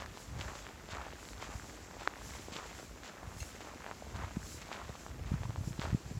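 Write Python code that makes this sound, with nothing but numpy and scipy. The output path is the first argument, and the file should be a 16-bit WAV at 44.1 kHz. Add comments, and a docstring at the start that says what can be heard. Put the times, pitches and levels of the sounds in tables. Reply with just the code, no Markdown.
"""Boots crunch along a trodden snow path, about two steps a second, heard from a hand-held camera.
Each heel breaks the crust with bright grit, then the weight packs the snow with a duller crunch: both are
thousands of short damped swings under step-shaped gains, with single clear cracks on top. Jacket cloth swishes
as patchy noise, wind buffets the microphone with low noise and puffs, and a far outdoor hiss lies underneath.
Soft low knocks, a metal chink and a faint whistle are the small details."""
import sys
import numpy as np
from scipy import signal
from scipy.fft import rfft, irfft, next_fast_len
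from scipy.io import wavfile
from scipy.ndimage import uniform_filter1d, map_coordinates

SR = 44100
rng = np.random.default_rng(int(sys.argv[2]) if len(sys.argv) > 2 else 0)


def voltage_ratio(decibels):
    """Convert decibels (scalar or array-like) to amplitude ratios, 20 dB per decade."""
    exponent = np.asarray(decibels, float) / 20
    return 10 ** exponent


def generate_wav(sig):
    """Save sig (samples, or channels by samples) to the path in sys.argv[1] as 16-bit PCM at SR."""
    pcm = np.round(np.clip(np.atleast_2d(sig).T, -1, 1) * 32767).astype(np.int16)
    wavfile.write(sys.argv[1], SR, pcm)


N = 272979

# a heel breaks the crust: t/s, level/dB, hold/s
HEEL_STRIKES = [(0.0, -50, 0.0041), (0.395, -46.5, .02), (0.901, -49, 0.027), (1.421, -48.5, 0.027),
                (1.998, -52.5, 0.05), (2.529, -49, 0.05), (3.048, -52.5, 0.041), (3.605, -56.5, 0.018),
                (4.163, -58.5, 0.098), (4.72, -50, 0.025), (5.263, -58.5, .03), (5.797, -43.5, 0.026)]


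def unit(x):
    """Scale to rms 1."""
    return x / np.sqrt(np.mean(x ** 2) + 1e-20)


def wobble(rate):
    """A smooth random curve with rate knots a second (at most 129)."""
    knots = rng.standard_normal(int(N * 130 / SR) + 4)
    return map_coordinates(knots, [np.arange(N) * min(rate, 129) / SR])


def coloured(x, spectrum):
    """Filter x by a response given as f/Hz, level/dB points joined on a log frequency axis."""
    size = next_fast_len(N + 8192)
    hz, db = np.transpose(spectrum)
    log_hz = np.log(np.fft.rfftfreq(size, 1 / SR) + 1)
    gain = voltage_ratio(np.interp(log_hz, np.log(hz), db))
    return irfft(rfft(x, size) * gain, size)[:N]


def rush(spectrum, patchy_db):
    """Coloured noise of rms 1 with patches of random gain in time and frequency."""
    z = signal.stft(rng.standard_normal(N), nperseg=512)[2]
    field = uniform_filter1d(rng.standard_normal(z.shape), size=6, axis=0)
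    field = uniform_filter1d(field, size=8, axis=1)
    patchy = signal.istft(z * voltage_ratio(patchy_db * unit(field)), nperseg=512)[1][:N]
    return unit(coloured(patchy, spectrum))


def blips(s, gain, hz, cycles, turn, size, rise=0.24, fall=2.36):
    """Short damped swings around times s: a quick rounded rise, then an exponential fall."""
    k = np.arange(size) - size // 3
    phase = k / SR * hz[:, None]
    u = phase / np.maximum(cycles, .25)[:, None]  # time in units of the swing's length
    attack = np.exp(-(u / rise) ** 2)
    decay = np.exp(-fall * (np.hypot(u, 1 / 5) - 1 / 5))
    shape = np.where(u < 0, attack, decay)
    wave = -gain[:, None] * shape * np.cos(2 * np.pi * phase + turn[:, None])
    wave -= shape * (wave.sum(1) / shape.sum(1))[:, None]  # no lasting pressure change
    at = np.clip(np.round(s * SR).astype(int)[:, None] + k, 0, N)
    return np.bincount(at.ravel(), wave.ravel(), N + 1)[:N]


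def grains(count, hz, spread, cycles, scatter_db, top_db, size):
    """Many swings at random moments, rms 1: log-normal pitch, a few larger than the rest up to top_db."""
    chance = rng.random((count, 3))
    pitch = np.clip(hz * np.exp(spread * rng.standard_normal(count)), 250, 15000)
    size_db = np.minimum(-scatter_db * np.log(chance[:, 1] + 1e-9), top_db)
    s = chance[:, 0] * N / SR
    turn = 2 * np.pi * chance[:, 2]
    return unit(blips(s, voltage_ratio(size_db), pitch, np.full(count, cycles), turn, size))


def swells(s, hold_s, db, rise, fall):
    """Gain of overlapping gestures: each rises to db at s, holds and dies, rise and fall in dB a second."""
    t = np.arange(0, N + 64, 64) / SR - np.asarray(s)[:, None]
    before = np.maximum(-t, 0)
    after = np.maximum(t - np.abs(hold_s)[:, None], 0)
    level_db = np.asarray(db)[:, None] - rise * before - fall * after
    gain = np.sqrt(np.sum(voltage_ratio(level_db) ** 2, axis=0))  # powers add
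    return np.interp(np.arange(N) / 64, np.arange(t.shape[1]), gain)


def crust_gain():
    """A sharp burst under each heel, a trickle of grit after it, and soft scuffs as the boot swings."""
    # the swinging boot brushes the snow: t/s, level/dB
    scuffs = [(.17, -53.5), (.59, -52.5), (.985, -61.5), (1.117, -54), (1.73, -55.5), (2.327, -51.5),
              (2.66, -56), (2.78, -59), (3.41, -53.5), (3.54, -54), (3.86, -57), (4.1, -54.5), (4.5, -56),
              (4.64, -52.5), (4.95, -57.5), (5.44, -59), (6.06, -60)]
    heel_rise = 750  # dB per s
    s, db, hold_s = np.transpose(HEEL_STRIKES)
    burst = swells(s, hold_s, db, heel_rise, fall=340)
    trickle = swells(s, hold_s, db - 9, heel_rise, fall=59)
    s, db = np.transpose(scuffs)
    return burst + trickle + swells(s, 0 * s, db, rise=70, fall=45)


def packing_gains():
    """The load swells, holds and eases; a quieter roll goes on until the boot lifts."""
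    # weight on the boot, then its roll: t/s, load level/dB, load hold/s, roll hold/s, roll level/dB
    weight = [(0.0, -46.5, 0.044, 0.22, -60), (0.405, -47, 0.12, .32, -54.5),
              (0.967, -42.5, 0.069, 0.29, -53.5), (1.437, -48, 0.1, 0.5, -57), (2.013, -51, 0.1, 0.37, -53),
              (2.592, -43.5, 0.021, .21, -55.5), (3.083, -53, 0.19, 0.28, -55),
              (3.64, -53, 0.076, 0.28, -52), (4.204, -42, 0.042, 0.28, -57), (4.735, -45, 0.082, .26, -56),
              (5.3, -52, 0.077, 0.2, -57), (5.835, -44.5, 0.037, 0.12, -59)]
    load_rise = 170  # dB per s
    s, db, hold_s, roll_s, roll_db = np.transpose(weight)
    load = swells(s, hold_s, db, load_rise, fall=307)
    roll = swells(s, roll_s, roll_db, load_rise, fall=330)
    return load, roll


def crunch():
    """Packing gives dense dull grains, the roll sparser snaps, the crust fine bright ones; crumbs tick along."""
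    pack = grains(count=6500, hz=1250, spread=.33, cycles=1.2, scatter_db=4.6, top_db=13, size=320)
    snaps = grains(count=2200, hz=1300, spread=.36, cycles=1.3, scatter_db=5.0, top_db=15, size=320)
    crust = grains(count=9000, hz=3460, spread=0.46, cycles=0.97, scatter_db=2.5, top_db=3.5, size=96)
    crumbs = grains(count=520, hz=1870, spread=0.19, cycles=0.96, scatter_db=2.0, top_db=15.5, size=256)
    small_cracks = grains(count=170, hz=1500, spread=0.61, cycles=0.9, scatter_db=1.0, top_db=4.5, size=512)
    load, roll = packing_gains()
    clumps_db = 1.8 * wobble(95)
    uneven_db = 0.98 * wobble(17)
    steps = voltage_ratio(clumps_db + uneven_db) * (load * pack + roll * snaps + crust_gain() * crust)
    return steps + voltage_ratio(-62.5) * crumbs + voltage_ratio(-61.5) * small_cracks


def cracks():
    """Each crack is a dull swing with a bright splinter a moment before or after it."""
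    # single clear cracks: t/s, body level/dB, f/Hz, length/cycles, splinter level/dB
    breaks = [(0.022, -23, 1210, .44, -39), (.061, -26, 1750, 1.4, -29), (0.1736, -24.5, 784, 0.53, -33),
              (.4118, -35, 990, 0.66, -21), (.4842, -26, 1350, .88, -36), (.554, -26, 1010, 0.69, -30),
              (0.6673, -24, 1650, 0.83, -46), (0.889, -27.5, 616, 0.65, -32), (0.935, -23, 1060, 0.62, -37),
              (0.9699, -29, 1100, 2.2, -32), (1.1273, -25, 1180, 0.46, -44), (1.253, -32.5, 1630, .89, -30),
              (1.2883, -16, 1260, 0.25, -34), (1.3333, -27, 1590, 0.73, -34), (1.3809, -40, 1230, .6, -32),
              (1.4261, -22.5, 770, 0.63, -40), (1.5976, -31, 1500, 1.9, -50),
              (1.6239, -32.5, 1700, 1.6, -55), (1.6434, -34, 1300, 1.2, -53), (1.697, -32, 1760, 1.5, -44),
              (1.9112, -31.5, 780, .65, -40), (1.968, -31, 560, 0.73, -53), (2.0195, -26.5, 666, 0.68, -36),
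              (2.0754, -7, 1420, 1.13, -17.5), (2.1379, -27, 1610, 0.96, -45),
              (2.2184, -28, 1160, 0.66, -47), (2.308, -28, 1410, .74, -32), (2.337, -32, 2010, 1.8, -41),
              (2.389, -36, 1460, .65, -33), (2.566, -33, 1210, 0.53, -19), (2.798, -32, 1340, 0.78, -45),
              (3.0346, -30, 1650, 1.6, -32), (3.4296, -30, 1690, 1.4, -39), (3.607, -30, 750, 0.86, -37),
              (3.8439, -25, 1260, 0.61, -46), (3.8644, -17.5, 1010, 0.47, -49),
              (3.8771, -31, 840, .82, -47), (3.913, -18, 1040, 0.62, -51), (4.0238, -31, 630, 1.9, -70),
              (4.0682, -33, 557, 0.93, -51), (4.2368, -29, 900, 1.8, -54), (4.3622, -25.5, 960, .43, -42),
              (4.4186, -34, 1340, 1.0, -52), (4.43, -32.5, 1680, 1.8, -53), (4.6905, -28.5, 780, 0.68, -46),
              (4.7162, -22, 895, 0.87, -49), (4.7292, -23, 2000, .97, -25.5), (4.8158, -31, 1030, 2.5, -51),
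              (4.9045, -33, 925, .96, -54), (4.9538, -28.5, 820, 0.8, -40), (5.0646, -24, 960, 0.71, -56),
              (5.1153, -37.5, 1300, 1.4, -54), (5.2373, -27, 1020, 0.36, -56), (5.434, -22, 860, 0.55, -31),
              (5.455, -33, 1000, 3.1, -48), (5.506, -28, 810, 0.84, -35), (5.56, -25.5, 935, 1.0, -35),
              (5.7305, -33, 1660, .8, -34), (5.7966, -27, 940, .5, -22), (5.8175, -14.5, 1260, 0.56, -24),
              (5.855, -27, 1130, 2.7, -30), (5.879, -33, 1400, 2.1, -49), (5.905, -23, 1180, 0.37, -52),
              (5.9141, -20, 1060, 0.3, -41)]
    s, db, hz, cycles, edge_db = np.transpose(breaks)
    chance = rng.standard_normal((len(s), 4))
    body = blips(s, voltage_ratio(db), hz, cycles, 0.19 * chance[:, 0], size=768)
    edge_hz = 3700 * np.exp(.1 * chance[:, 1])
    edge_s = s + .0002 * chance[:, 3]
    edge_cycles = np.full(len(s), 1.2)
    splinter = blips(edge_s, voltage_ratio(edge_db), edge_hz, edge_cycles, np.pi * chance[:, 2],
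                     size=160, rise=.4, fall=2.2)
    return body + splinter


def cloth():
    """Two rubbing surfaces, moved by the same strokes: a wide airy swish and a narrower hiss."""
    # arm and leg strokes: t/s, hold/s, wide swish level/dB, narrow hiss level/dB
    strokes = [(0.202, .04, -60, -57), (.40, .02, -69, -59.5), (0.474, .13, -64, -56),
               (0.913, 0.033, -75, -59), (1.247, 0.053, -59, -54), (1.43, .02, -72, -60),
               (1.534, 0.19, -63, -57), (1.878, 0.018, -80, -59), (2.003, 0.065, -72, -61),
               (2.253, 0.15, -57, -54), (2.536, .13, -68, -56), (2.757, .04, -59.5, -55),
               (3.057, 0.025, -74, -57.5), (3.3, .05, -67, -63), (3.405, 0.036, -55, -55),
               (3.62, 0.58, -69, -61.5), (4.335, 0.056, -77, -61.5), (4.436, 0.12, -57.5, -54.5),
               (4.73, 0.19, -73, -64.5), (4.995, .02, -63, -56.5), (5.3, 0.45, -69, -62.5),
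               (5.652, .04, -61, -59), (5.794, 0.048, -66, -63), (5.95, 0.17, -68, -59)]
    # cloth on cloth, relative density: f/Hz, level/dB
    wide_spectrum = [(2000, -39), (4000, -9), (7000, -3), (7800, -2), (8600, -6.5), (11000, -6),
                     (15800, -15.5)]
    # the narrower hiss, relative density: f/Hz, level/dB
    narrow_spectrum = [(2500, -19), (4000, -7.5), (5600, -2.5), (6800, -1.5), (7700, 0.5), (8500, -32),
                       (11000, -62)]
    s, hold_s, wide_db, narrow_db = np.transpose(strokes)
    wide = swells(s, hold_s, wide_db, rise=103, fall=98) * rush(wide_spectrum, patchy_db=.6)
    narrow = swells(s, hold_s, narrow_db, rise=103, fall=98) * rush(narrow_spectrum, patchy_db=.8)
    # the swish dips just before a heel lands
    depth_db, lead_s, width_s = -12, 0.01, 0.0066
    t = np.arange(N) / SR
    hush_db = sum(depth_db * np.exp(-((t - heel[0] + lead_s) / width_s) ** 2) for heel in HEEL_STRIKES)
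    flutter_db = 1.7 * wobble(25)
    return voltage_ratio(flutter_db + hush_db) * (wide + narrow)


def wind():
    """Eddies over the port come in lumps, higher in pitch as the wind grows; single puffs stand out."""
    # wind strength at the microphone: t/s, level/dB
    gusts = [(0.0, -46.5), (.2, -54), (.36, -40), (.5, -53.5), (.95, -50.5), (1.06, -56.5), (1.42, -49),
             (1.68, -54.5), (1.85, -51.5), (2.17, -59), (2.3, -50), (2.64, -56), (2.82, -52), (3.17, -59),
             (3.37, -46.5), (3.7, -59.5), (4.03, -55), (4.18, -44), (4.38, -51.5), (4.52, -45),
             (4.63, -55.5), (5.06, -54.5), (5.13, -44), (5.79, -45), (5.93, -42), (6.0, -53), (6.19, -47)]
    # light wind, relative density: f/Hz, level/dB
    breeze = [(25, -22), (50, 6), (75, 2), (120, -7.5), (250, -16), (500, -59)]
    # strong wind, relative density: f/Hz, level/dB
    buffet = [(30, -26), (60, 5.5), (95, 3.5), (130, 0), (220, -10.5), (400, -25.5), (800, -53)]
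    # puffs and thuds on the microphone: t/s, level/dB, f/Hz, length/cycles
    thuds = [(0.395, -23, 71, 0.2), (0.459, -34, 74, 1.3), (0.933, -33, 78.5, 0.95),
             (0.9867, -38.5, 62, 3.2), (1.555, -32, 80.0, 1.1), (2.0771, -37, 298.0, 1.5),
             (2.4849, -23.5, 240, 0.42), (2.522, -34, 215, 1.05), (2.5628, -22.5, 167.0, 0.24),
             (3.2765, -37, 92, 1.5), (3.42, -36, 87, 1.8), (4.155, -37.5, 79.0, 1.8),
             (4.194, -27, 97, 0.35), (4.2424, -29.5, 83.5, 1.06), (4.3702, -23, 188, 1.33),
             (4.8987, -31.5, 110, 0.88), (5.2117, -33.5, 92.0, 1.2), (5.3188, -19.5, 119, 0.73),
             (5.3408, -20, 126, 1.2), (5.41, -29.5, 107, 1.8), (5.455, -29.5, 115, 2),
             (5.496, -28, 116, 1.7), (5.583, -30, 90, 2.4), (5.611, -27.5, 108, 1.4),
             (5.676, -25.5, 136, 1.4), (5.7093, -29.5, 132, 1.7), (5.7931, -19.5, 111, 0.6),
             (5.852, -31, 92, 1.1), (5.8729, -26.5, 108.0, 0.56), (5.9304, -20, 109, 1.1),
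             (5.948, -15, 132, 0.9), (6.062, -34.5, 120, 1.5), (6.1143, -29.5, 149, 1.3),
             (6.152, -33, 105, 1.6), (6.173, -30, 111, 1.7)]
    gust_s, gust_points_db = np.transpose(gusts)
    gust_db = np.interp(np.arange(N) / SR, gust_s, gust_points_db)
    strong = 1 / (1 + voltage_ratio(-1.2 * (gust_db + 46.5)))  # share of power in the fast eddies
    eddies = np.sqrt(strong) * rush(buffet, patchy_db=1.1)
    eddies += np.sqrt(1 - strong) * rush(breeze, patchy_db=0.2)
    lumpy = unit(voltage_ratio(1.9 * wobble(9.7)) * eddies)
    s, db, hz, cycles = np.transpose(thuds)
    turn = 1.47 * rng.standard_normal(len(s))
    puffs = blips(s, voltage_ratio(db), hz, cycles, turn, size=3000, rise=0.18, fall=2.4)
    return voltage_ratio(gust_db) * lumpy + puffs


def knocks():
    """Dull short knocks, some twenty a second, most of them faint; perhaps the hand on the camera."""
    return voltage_ratio(-61) * grains(count=130, hz=330, spread=0.29, cycles=0.84, scatter_db=3.0, top_db=11.5, size=1400)


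def chink():
    """A small metal part of the clothing rings its modes at each contact, a little differently each time."""
    # contacts: t/s, level/dB
    contacts = [(3.403, -34), (3.423, -37.5), (3.555, -48)]
    # modes of the metal: f/Hz, level/dB, 60 dB decay/s
    modes = [(2110, -5, 0.034), (2680, -7, 0.06), (4230, -7, .028), (6470, 2.5, 0.03), (8100, -8, .025)]
    out = np.zeros(N)
    t = np.arange(SR // 5) / SR
    onset = 1 - np.exp(-t / 0.0015)
    for s, db in contacts:
        for hz, mode_db, t60 in modes:
            drift = .02 * np.cumsum(rng.standard_normal(len(t)))  # phase wanders, in radians
            ring = np.sin(2 * np.pi * hz * t + drift)
            level_db = db + mode_db + rng.normal(0, 2.4) - 60 * t / t60
            out[round(s * SR):][:len(t)] += voltage_ratio(level_db) * onset * ring
    return out


def chirp():
    """One faint falling whistle, a gliding sine, perhaps a far bird."""
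    # path of the whistle: t/s, f/Hz, level/dB
    glide = [(6.148, 5700, -66), (6.154, 5680, -59), (6.165, 5570, -57), (6.17, 5100, -60),
             (6.176, 4870, -75)]
    s, hz, db = np.transpose(glide)
    t = np.arange(N) / SR
    sounding = (t > s[0]) & (t < s[-1])
    phase = 2 * np.pi * np.cumsum(np.interp(t, s, hz)) / SR
    return sounding * voltage_ratio(np.interp(t, s, db)) * np.sin(phase)


def air():
    """Steady outdoor air and microphone hiss: coloured noise whose level barely wavers."""
    # relative density: f/Hz, level/dB
    hiss_spectrum = [(88, -42), (150, -1), (197, 3.5), (1040, -5), (2360, -11), (3550, -15), (7320, -13),
                     (7770, -16), (8560, -22), (15100, -24), (16000, -33)]
    hiss = rush(hiss_spectrum, patchy_db=.4)
    return voltage_ratio(-53.5 + 0.11 * wobble(3.3)) * hiss


def scene():
    """Steps through the microphone's colour, then clothing, wind and air, in one channel."""
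    # microphone colour for sharp sounds: f/Hz, level/dB
    mic_colour = [(200, 0.5), (5500, -3.5), (7000, 1), (7800, 1), (8600, -11), (16000, -5)]
    steps = coloured(crunch() + cracks(), mic_colour)
    return (steps + knocks() + chink() + chirp() + cloth() + wind() + air())[None]


def top_cut(x):
    """Nothing passes above the cut-off."""
    return signal.sosfilt(signal.butter(12, 16250, fs=SR, output="sos"), x)


def record(dry):
    """The camera cuts the deepest bass and tilts the rest gently down towards the treble."""
    # f/Hz, level/dB
    response = [(15, -34), (30, -19), (46, -0.5), (20000, -4.0)]
    mix = coloured(dry[0], response)[None]
    return top_cut(mix)


dry = scene()
out = record(dry)
generate_wav(out)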